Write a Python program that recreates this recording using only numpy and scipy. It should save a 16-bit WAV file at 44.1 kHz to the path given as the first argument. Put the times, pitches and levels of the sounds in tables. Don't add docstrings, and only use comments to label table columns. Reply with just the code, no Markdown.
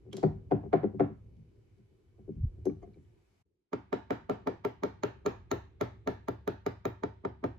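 import sys
import numpy as np
from scipy import signal
from scipy.fft import rfft, irfft, next_fast_len
from scipy.io import wavfile
from scipy.ndimage import uniform_filter1d

SR = 44100
rng = np.random.default_rng(int(sys.argv[2]) if len(sys.argv) > 2 else 0)


def generate_wav(sig):
    pcm = np.round(np.clip(np.atleast_2d(sig).T, -1, 1) * 32767).astype(np.int16)
    wavfile.write(sys.argv[1], SR, pcm)


def to_linear_factor(level_db):
    exponent = np.asarray(level_db, float) / 20
    return 10 ** exponent


N = 334278

# [t/s, sharpness level/dB, horn ring level/dB, anvil ring level/dB, first touch level/dB]
BLOWS = [(3.7314, -38.5, -56, -66.5, -16), (3.928, -31.5, -72, -77, -7.5), (4.1059, -30.5, -64, -71, -13.5),
         (4.296, -32.5, -53, -61, -8), (4.4722, -33.5, -55.5, -62.5, -9.5), (4.6488, -33, -61, -57, -20.5),
         (4.8343, -32, -47.5, -67, -7), (5.034, -30.5, -38, -59.5, -37), (5.261, -29, -34.5, -57.5, -15),
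         (5.514, -29, -34.5, -56.5, -29), (5.8104, -29, -44.5, -57, -17.5), (6.0737, -31, -49, -62.5, -9),
         (6.2834, -36.5, -52, -58, -27), (6.4761, -33.5, -50.5, -54, -10.5), (6.663, -33, -46, -57.5, -18),
         (6.853, -34, -44, -62.5, -19), (7.035, -38.5, -52, -70, -23), (7.2497, -41.5, -63, -87, -30),
         (7.4399, -38, -57.5, -71, -20)]
# [t/s, face ring level/dB, push level/dB, rebound level/dB, level of the
# faint haze just ahead/dB]
BLOW_LEVELS = [(3.7314, -74.5, -1.6, -5, 2), (3.928, -61.5, -0.5, -4.5, -2.5), (4.1071, -56, 0.1, -2, -3.0),
               (4.2961, -62.5, 1.5, -2, -8), (4.4727, -64.5, -0.8, 6.7, 4), (4.6493, -56, -1.8, 3.5, 5.5),
               (4.8354, -56.5, -0.7, 5.7, 0.5), (5.036, -54.5, -0.5, -1.5, 1.5),
               (5.2629, -50.5, -0.5, -0.5, -2), (5.5159, -46.5, -2.2, 7, 0.5), (5.8087, -56, -1, -2, -0.5),
               (6.0746, -57.5, -0.6, 5.5, -4.5), (6.2831, -57.5, -1.6, 1, 5.5), (6.4767, -58, -1, -0.5, -3.0),
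               (6.6638, -56.5, -1.8, -6, -4), (6.8518, -48.5, -0.4, -2.5, -3.0), (7.0354, -78.5, -1, -1, 3.5),
               (7.2474, -84, -0.6, -1.3, 1.5), (7.4385, -65, 2, -2, 1)]
# [t/s, level/dB]
BRUSHES = [
    (3.72, -46.5),
    (4.4607, -35.5),
    (4.824, -32.5),
    (5.251, -32.5),
    (6.0623, -38.5),
    (7.022, -45),
    (7.237, -39),
    (7.428, -35.5),
]
# [t/s, peak level/dB, weight level/dB, hardness level/dB, edge level/dB]
KNOCKS = [(0.052, -46.5, -21, -20.5, -13), (0.076, -47, -7.5, -20, -20), (0.13, -36, -10, -14, 0),
          (0.171, -35.5, -14.5, -17.5, -1), (0.231, -17, -11.5, -3, -7), (0.368, -64.5, 0.5, -9, -13),
          (0.513, -16.5, -15, -4.5, -6), (0.632, -40, -0.5, -3, -13), (0.651, -37.5, -7.5, -15, -15),
          (0.731, -14, -23, -4.5, -1), (0.804, -45, 5, -8.5, -12.5), (0.832, -17.5, -21.5, -13.5, -14),
          (0.934, -36, -3.5, -17, -25), (0.998, -15.5, -19, -5.5, -3.5), (1.091, -40.5, -8.5, -15, -18),
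          (1.363, -64.5, 18, -41, -27), (1.778, -62, 2, -16.5, -15.5), (1.9, -64, -8.5, -25, -25),
          (2.182, -51.5, -7.5, -12, -15), (2.278, -31.5, -14, -24.5, -40), (2.354, -56.5, 14, -24.5, -30.5),
          (2.573, -50.5, -11, -21, -27), (2.656, -17.5, -27.5, -19, -24.5), (2.699, -56.5, 5.5, -5, 8.5),
          (2.821, -46.5, -18.5, -13.5, -4.5), (2.86, -43.5, -26, -29, -25),
          (2.958, -45.5, -16.5, -22.5, -24)]
# [t/s, peak level/dB, top level/dB, head ring level/dB, jaw ring level/dB]
TICKS = [
    (0.1305, -41.5, -54.5, -67.5, -34),
    (0.169, -36.5, -51.5, -63, -52),
    (0.2308, -47.5, -107, -84, -68),
    (1.369, -73.5, -92, -99.5, -76),
    (1.6476, -87.5, -91, -102, -83.5),
    (1.7834, -76.5, -92, -99, -81.5),
    (2.0867, -85, -100, -99, -75.5),
    (2.3557, -80.5, -102, -87, -82.5),
    (2.655, -50, -55.5, -51, -76),
    (2.8274, -77.5, -96, -74, -85),
]
# [t/s, level/dB, f/Hz, t60/s]
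TOUCHES = [
    (0.1157, -56, 3060, 0.0039),
    (2.6975, -59, 2290, 0.018),
    (2.697, -57.5, 1140, 0.033),
    (2.936, -67, 4300, .005),
    (2.943, -67, 2300, .025),
    (2.9435, -71, 4020, .012),
    (2.9865, -67, 2000, .005),
    (3.0504, -69, 2980, .006),
]
# [t/s, level/dB, f/Hz, length/s]
BUMPS = [
    (2.374, -38.5, 62.5, 0.011),
    (2.42, -27, 60, 0.01),
    (2.443, -19, 99, 0.0053),
    (2.469, -25, 61.3, 0.0065),
    (2.594, -47, 70, 0.032),
    (2.452, -37.5, 212, 0.004),
    (2.458, -30.5, 37.3, 0.026),
]
# [t/s, level/dB]
STIR = [(0, -56.5), (.4, -47.5), (1.0, -69), (1.3, -51), (1.55, -60.5), (2.05, -66.5), (2.3, -55.5),
        (2.55, -51), (2.85, -53), (3.08, -62), (3.26, -69.5), (3.45, -77.5), (3.7, -100.5), (3.9, -65.5),
        (4.95, -59), (5.25, -55.5), (6.4, -61), (7.58, -65.5)]

# [f/Hz, t60/s, blow level/dB, knock level/dB,
# left-right level/dB, left lead/rad]
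TABLE_MODES = [(70, 0.93, -31.5, -20, -0.5, 0.01), (99, 0.46, -24.5, -18, 0.5, 0.0089),
               (117.8, 0.19, -13, -10.5, -1, 0.054), (155.3, 0.22, -28, -2, 1.5, 0.24),
               (176.2, 0.12, -16, -10.5, -2.5, 0.16), (207.7, 0.13, -12, 0, 0.5, 1.2),
               (261.4, 0.1, -6.5, -16, -4.5, 0.19), (285.5, 0.15, -11.5, -4, 1.5, 0.72),
               (374.8, 0.066, -0.5, 7, 6, 0.15), (393, 0.058, -39.5, -7.5, 1.5, 1.4),
               (383.4, 0.51, -25.5, -28.5, 7, 0.23)]
MORE_TABLE_MODES = [(417.3, 0.032, 2, -8.5, -1.5, 0.11), (463.8, 0.081, -4, -5.5, 6.5, 2.1),
                    (521.2, 0.044, -10, 1, 0.5, 0.4), (605, 0.066, -7, -3.5, -1.5, 0.97),
                    (690, 0.023, -10.5, 2.5, 12.5, 0.57), (724.3, 0.064, -1.5, -3, -4, 2.13),
                    (860, 0.1, -6.5, -10.5, 2.5, 2.6), (916, 0.05, -1, -13.5, 0, 2.4), (1232, 0.03, -8.5, -25.5, 0, 0.3),
                    (1366, .03, -8.5, -26.5, -5, 0.59), (1402, 0.044, -14, -18.5, -9, 0.23),
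                    (1817, 0.026, -14.5, -19, -7, 2.2), (339, 0.2, -19, -21.5, -2, 1.1),
                    (244.3, 0.058, -9, -12.5, -3, .3)]
TABLE = TABLE_MODES + MORE_TABLE_MODES
# [f/Hz, t60/s, level/dB]
ANVIL_RING = [(10500, 0.034, -36), (11750, 0.013, -0.1), (11700, .09, -30.5)]
HORN_RING = [(4060, 0.0028, -11.5), (4300, 0.008, -12.5), (6640, 0.0036, -5.5), (6840, 0.016, -26)]
PAD_RING = [(1346, 0.046, 3.5), (2407, 0.01, -1), (2970, 0.0052, -38)]
HAMMER_RING = [(14770, .2, -22), (14800, 0.19, -18.5), (15000, .03, -1), (15400, .009, -2.5),
               (14000, .006, -12.5)]
# [f/Hz, t60/s, level/dB]
PLIERS = [(2300, 0.037, -22), (3270, 0.0056, 1), (4600, .12, -39.5)]
PLIERS_TOP = [(10400, 0.015, -7.5), (11200, 0.009, -2), (14500, 0.02, -25.5)]
SPRING = [(4470, 0.08, -63), (4570, 0.1, -64)]
HEAD_RING = [(5800, 0.12, -11.5), (5990, 0.087, -5.5), (5930, 0.25, -7), (6330, .08, -0.5),
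             (7650, 0.011, 3)]
# [f/Hz, t60/s, level/dB]
DRAG_RING = [(693, 0.058, 15), (1134, 0.066, 1), (2120, 0.037, -5), (3050, 0.022, -14), (4600, 0.033, -21),
             (6380, .012, -12)]

# [f/Hz, level/dB per Hz]
CRACK = [(50, -33.5), (200, 3.5), (600, 18.5), (1300, 10.5), (2300, 4.5), (3800, 0), (5200, -7),
         (6600, -11.5), (7800, -14.5), (9200, -39.5), (10500, -38.5), (12500, -22.5), (13500, -19.5),
         (16000, -32)]
CLACK = [(50, -16), (200, 19), (600, 25), (1200, 12.5), (2500, 1), (5000, -18), (7500, -26), (9500, -44),
         (12000, -31), (16000, -39.5)]
CLICK = [(150, -51), (600, -23), (1800, -4.5), (3000, 5.5), (5000, 5), (7500, 3), (9000, -13.5),
         (11000, -16.5), (13000, -13.5), (15500, -17)]
# [f/Hz, left lead/rad]
LEAD = [(200, 3.8), (900, 4.6), (1300, 0.33), (2000, 1), (3500, 0.25), (6500, 1.2), (9000, 0.68),
        (11500, 1.3), (15000, 1.4)]
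# [f/Hz, t60/s]
ROOM_T60 = [(100, 1), (300, 0.12), (1000, 0.32), (3000, 0.35), (7000, 0.31), (11500, .3), (14800, 0.2)]
# [f/Hz, level/dB]
ROOM_GAIN = [(100, -20.5), (300, -4), (1000, -8.5), (1600, -5.5), (3000, -11), (5000, -10), (7000, -14),
             (8300, -14.5), (11500, -11.5), (14800, -10.5)]
# [f/Hz, correlation/1]
LIKENESS = [(60, 0.88), (200, 0.86), (500, 0.16), (1000, .01), (15000, .05)]
# [f/Hz, level/dB per Hz]
RUMBLE = [(15, -53), (25, -28), (48, 0), (70, -3.5), (102, 7.5), (140, -23.5), (200, -12.5), (260, -37.5),
          (440, -120)]
MURMUR = [(82, -32.5), (140, -11), (215, -2), (243, -17), (382, -2), (547, -26.5), (900, -36.5),
          (1170, -68), (1980, -120)]
HISS = [(410, -19.5), (700, -1.5), (1260, -7.5), (1460, -8.5), (1650, -11), (2210, -5.5), (2890, -13),
        (3150, -12.5), (7970, -19), (8900, -24), (10800, -18.5), (13000, -22)]
# [f/Hz, level/dB]
WHINES = [(1500, -102), (2220, -99), (2280, -99), (3000, -96.5), (3750, -107), (4500, -105)]
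# [low f/Hz, high f/Hz]
EMPTY_BANDS = [(8600, 9550), (12600, 14100)]

CHANGE_S, CHANGE_FADE_S = 3.43, 0.0214
STRAY_DB = 1.5


def at_hz(points, hz):
    return np.interp(np.log(hz), np.log(np.array(points)[:, 0]), np.array(points)[:, 1])


def drift(rate):
    knots = rng.standard_normal(400)
    return np.interp(np.arange(N) / SR * rate, np.arange(400), knots)


def bands(size, low_hz, high_hz, shape):
    edges = low_hz * 2 ** np.arange(0, np.log2(high_hz / low_hz), 1 / 3)
    settle = 4000
    white, out = rng.standard_normal((3, 2, size + settle)), 0
    for k, (low, high) in enumerate(zip(edges, edges[1:])):
        band = signal.butter(2, [low, high], "band", fs=SR, output="sos")
        mid, side = signal.sosfilt(band, white[k % 3])[:, settle:]
        hz = np.sqrt(low * high)
        alike = np.clip(at_hz(LIKENESS, hz), -1, 1)
        out = out + shape(hz) * (np.sqrt(1 + alike) * mid + np.sqrt(1 - alike) * side * [[1], [-1]])
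    return out


def background():
    t, out = np.arange(N) / SR, 0
    late = t > CHANGE_S
    stir_db = np.interp(t, *np.transpose(STIR))
    murmur_db = -66.5 + 0.64 * (stir_db + 57.5)
    opens = BLOWS[0][0]
    hiss_db = np.interp(t, [2.1, CHANGE_S, CHANGE_S + CHANGE_FADE_S, opens, opens + 0.087],
                        [-83, -80.5, -104, -104, -79.5])
    for level_db, spectrum, lumpy_db in [(stir_db, RUMBLE, 3.5), (murmur_db, MURMUR, 3.0), (hiss_db, HISS, 1.2)]:
        def shape(hz):
            duller_db = -9 * (hz > 4200) * late
            return to_linear_factor(at_hz(spectrum, hz) + lumpy_db * drift(12.0) + duller_db)
        noise = bands(N, spectrum[0][0], spectrum[-1][0], shape)
        out = out + to_linear_factor(level_db) * noise / noise.std()
    bright = signal.butter(4, (9600, 12600), "band", fs=SR, output="sos")
    top_hiss = signal.sosfilt(bright, rng.standard_normal((2, N)))
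    whines = sum(to_linear_factor(db) * np.sin(2 * np.pi * hz * t) for hz, db in WHINES)
    return out + to_linear_factor(hiss_db - 6.5 - 22 * late) * top_hiss + (t < CHANGE_S) * whines


def emptied(x):
    hz = np.arange(N // 2 + 1) * SR / N
    keep = np.prod([(hz < low) | (hz > high) for low, high in EMPTY_BANDS], axis=0)
    return irfft(rfft(x) * keep, N)


def clicks(times, db):
    out = np.full(N, 1e-18)
    np.add.at(out, np.round(np.asarray(times) * SR).astype(int), to_linear_factor(db))
    return out


def ring(drive, hz, t60, rise_cycles, lead=0., pan_db=0.):
    turn = np.exp(2j * np.pi * hz / SR)
    swell = np.exp(-hz / (rise_cycles * SR))
    z = signal.lfilter([1 - swell], [1, -swell * turn], drive)
    z = signal.lfilter([1], [1, -to_linear_factor(-60 / (t60 * SR)) * turn], z)
    left = to_linear_factor(pan_db / 2) * (z * np.exp(.5j * lead)).imag
    right = to_linear_factor(-pan_db / 2) * (z * np.exp(-.5j * lead)).imag
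    return np.array([left, right])


def table(times, db, luck, column, rise_cycles, flip, prompt_hz, late_cycles):
    out = 0
    for k, mode in enumerate(TABLE):
        hz, t60, _, _, pan_db, lead = mode
        if hz > 405.0:
            t60 = min(t60, 31 / hz)
        late = late_cycles * max(1 / hz - 1 / prompt_hz, 0)
        drive = clicks(times + late, db(hz) + mode[column] + luck[:, k])
        out = out + flip ** k * ring(drive, hz, t60, rise_cycles, lead, pan_db)
    return out


def snap(times, db, spectrum, length_ms, pan_db):
    pulse = clicks(times, db)
    envelope = signal.lfilter([0, 0.06], [1, -np.exp(-1000 / (length_ms * SR))], pulse)
    grit = envelope * rng.standard_normal(N)
    size = next_fast_len(N)
    hz, side = np.arange(1, size // 2 + 2) * SR / size, np.array([[.5], [-.5]])
    ports = to_linear_factor(at_hz(spectrum, hz) + side * pan_db) * np.exp(1j * side * at_hz(LEAD, hz))
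    return irfft(rfft(pulse + grit, size) * ports, size)[:, :N]


def knocks():
    s, peak_db, weight_db, hard_db, edge_db = np.transpose(KNOCKS)
    boom_db, body_db = peak_db + weight_db, peak_db + hard_db
    clack_db = peak_db + edge_db - 21.5
    push_ms, bounce_ms = 5.6 - 0.28 * hard_db, 10.2
    luck = np.tile(STRAY_DB * rng.standard_normal((len(s), len(TABLE))), (3, 1))
    put_down = s < .45

    def strength(hz):
        db = np.array([at_hz([(150, b + 9), (350, p - 3), (650, m + 5), (1800, c + 25)], hz)
                       for b, p, m, c in zip(boom_db, peak_db, body_db, clack_db)])
        db = db - 6 * put_down * np.exp(-(np.log(hz / 286) / .12) ** 2)
        db = db + 15.5 * put_down * (hz == TABLE_MODES[-1][0])
        return np.r_[db - 8, db, db - 10.5]
    times = np.r_[s, s + push_ms / 1000, s + (push_ms + bounce_ms) / 1000]
    boom = table(times, strength, luck, column=3, rise_cycles=0.72, flip=0.96, prompt_hz=473.0, late_cycles=2.2)
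    return snap(s, clack_db + 19.0, CLACK, length_ms=11.0, pan_db=-4.0), boom


def room(x):
    t, wet = np.arange(SR // 2) / SR, []
    for _ in range(2):
        echoes = bands(len(t), 75.4, 17000, lambda hz: to_linear_factor(at_hz(ROOM_GAIN, hz) - 60 * t / at_hz(ROOM_T60, hz)))
        echoes = to_linear_factor(-23.0) * echoes * np.clip((t - .001) / 0.00023, 0, 1)
        wet.append(signal.oaconvolve(x, echoes, axes=1)[:, :N])
    angle = 3.0 * drift(45)
    return np.cos(angle) * wet[0] + np.sin(angle) * wet[1]


def smear(x):
    rise_s = 0.003
    ahead = np.arange(-SR // 30, SR // 30 + 1) / SR
    grain = rng.standard_normal((2, len(ahead))) * np.exp(np.minimum(ahead, 0) / rise_s) * (ahead < 0)
    dull = signal.sosfilt(signal.butter(3, [620, 7500], "band", fs=SR, output="sos"), x)
    haze_db = np.interp(np.arange(N) / SR, *np.transpose(BLOW_LEVELS)[[0, 4]])
    return to_linear_factor(haze_db - 6) * signal.fftconvolve(dull, grain / np.sqrt(rise_s * SR), mode="same", axes=1)


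def handling():
    t = np.arange(N) / SR
    start_s, length_s, slips_per_s = 2.823, 0.02, 500
    dragging = (t > start_s) * (t < start_s + length_s)
    slips = (rng.random(N) < slips_per_s / SR) * rng.standard_normal(N) * dragging + 1e-18
    drag = sum(to_linear_factor(db - 66.5) * ring(slips, hz, t60, 1.0, at_hz(LEAD, hz)) for hz, t60, db in DRAG_RING)
    touches = sum(ring(clicks([s], db), hz, t60, 0.9, at_hz(LEAD, hz)) for s, db, hz, t60 in TOUCHES)
    return drag + touches


def steel(times, db, modes, pan_db):
    luck = STRAY_DB * rng.standard_normal((len(times), len(modes)))
    return sum(ring(clicks(times, db + level_db + luck[:, k]), hz, t60, 2.5, at_hz(LEAD, hz), pan_db)
               for k, (hz, t60, level_db) in enumerate(modes))


def tools():
    s, peak_db, top_db, head_db, jaw_db = np.transpose(TICKS)
    click = snap(s, peak_db + 10.0, CLICK, length_ms=5.0, pan_db=-0.5)
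    jaws = steel(s, jaw_db, PLIERS, pan_db=-5.0) + steel(s, top_db + 4.0, PLIERS_TOP, pan_db=-0.5)
    spring = steel([.236], 0, SPRING, pan_db=1.0)
    return click, jaws + spring + steel(s, head_db - 11.0, HEAD_RING, pan_db=-1.0)


def bumps():
    t = np.arange(N) / SR
    return sum(to_linear_factor(db) * np.exp(-.5 * ((t - s) / length) ** 2) * np.cos(2 * np.pi * hz * (t - s))
               for s, db, hz, length in BUMPS)


def hammer():
    s, peak_db, crack_db, anvil_db, touch_db = np.transpose(BLOWS)
    s = s + .0012
    _, face_db, push_db, back_db, _ = np.transpose(BLOW_LEVELS)
    table_db = -22 + 0.34 * (peak_db + 32) + push_db
    luck = np.tile(STRAY_DB * rng.standard_normal((len(s), len(TABLE))), (4, 1))
    brush_s, brush_db = np.transpose(BRUSHES)

    def strength(hz):
        db = table_db + 6.5 * (s > 5.4) / (1 + (hz / 133) ** 6)
        give_db = 10 * np.log10(1 + (hz / 430) ** 4)
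        rebound_db = db - 5 + back_db - 60 * np.log(hz / 456) ** 2
        return np.r_[db + touch_db - give_db, db, rebound_db, brush_db - give_db]
    push_s = s - 0.0012
    times = np.r_[s - 0.005605, push_s, push_s + 0.012016, brush_s]
    boom = table(times, strength, luck[:len(times)], column=2, rise_cycles=0.76, flip=-1.0062,
                 prompt_hz=319.6, late_cycles=2.2 + 0.55)
    crack = snap(s, peak_db + 14.0, CRACK, length_ms=6.8, pan_db=-2)
    horn = steel(s, crack_db + 14.5, HORN_RING, pan_db=0.5)
    pad = steel(s, peak_db - 6.0, PAD_RING, pan_db=3.5)
    anvil = steel(s, anvil_db + 10.0, ANVIL_RING, pan_db=0.0)
    face = steel(s, face_db + 3, HAMMER_RING, pan_db=-1.0)
    bare = 0.04
    return crack + bare * horn, boom + (1 - bare) * horn + pad + anvil + face


def skid():
    start_s, end_s = 6.084, 6.19
    along = np.clip((np.arange(N) / SR - start_s) / (end_s - start_s), 0, 1)
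    gate = np.sin(np.pi * along) * np.exp(-2.5 * along) * to_linear_factor(4.7 * drift(50.0) + 5.5)
    noise = rng.standard_normal((2, 2, N))
    low = signal.sosfilt(signal.butter(2, [10100, 12300], "band", fs=SR, output="sos"), noise[0])
    high = signal.sosfilt(signal.butter(2, [14300, 15700], "band", fs=SR, output="sos"), noise[1])
    return to_linear_factor(-68.5) * gate * (low + .8 * high)


def scene():
    contacts, rings = (sum(parts) for parts in zip(hammer(), knocks(), tools()))
    rings = rings + handling()
    near = contacts + rings
    faint = skid() + room(contacts + to_linear_factor(-13) * rings) + background()
    return near + smear(near) + emptied(faint) + bumps()


def ducking(t):
    starts = np.r_[-9, np.transpose(BLOWS)[0]]
    since = t - starts[np.searchsorted(starts, t) - 1]
    return to_linear_factor(-5 * (1 - np.exp(-since / 0.045)) * np.exp(-since / .08))


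def limiting(dry, t):
    over_db = np.maximum(20 * np.log10(np.abs(dry).max(0) + 1e-9) + 19, 0) * (t > CHANGE_S)
    fall_db = 700.5 * t
    held_db = np.maximum.accumulate(np.roll(over_db, -60) + fall_db) - fall_db
    return to_linear_factor(-uniform_filter1d(held_db, size=60))


def band_limit(x):
    return signal.sosfilt(signal.butter(12, 16670, fs=SR, output="sos"), x)


def record(dry):
    t = np.arange(N) / SR
    back_s = CHANGE_S + CHANGE_FADE_S
    dip = np.interp(t, [CHANGE_S - .012, CHANGE_S, back_s, back_s + 0.011], [0.96, 0.029, 0.082, 0.99])
    return band_limit(dry * dip * ducking(t) * limiting(dry, t))


dry = scene()
out = record(dry)
generate_wav(out)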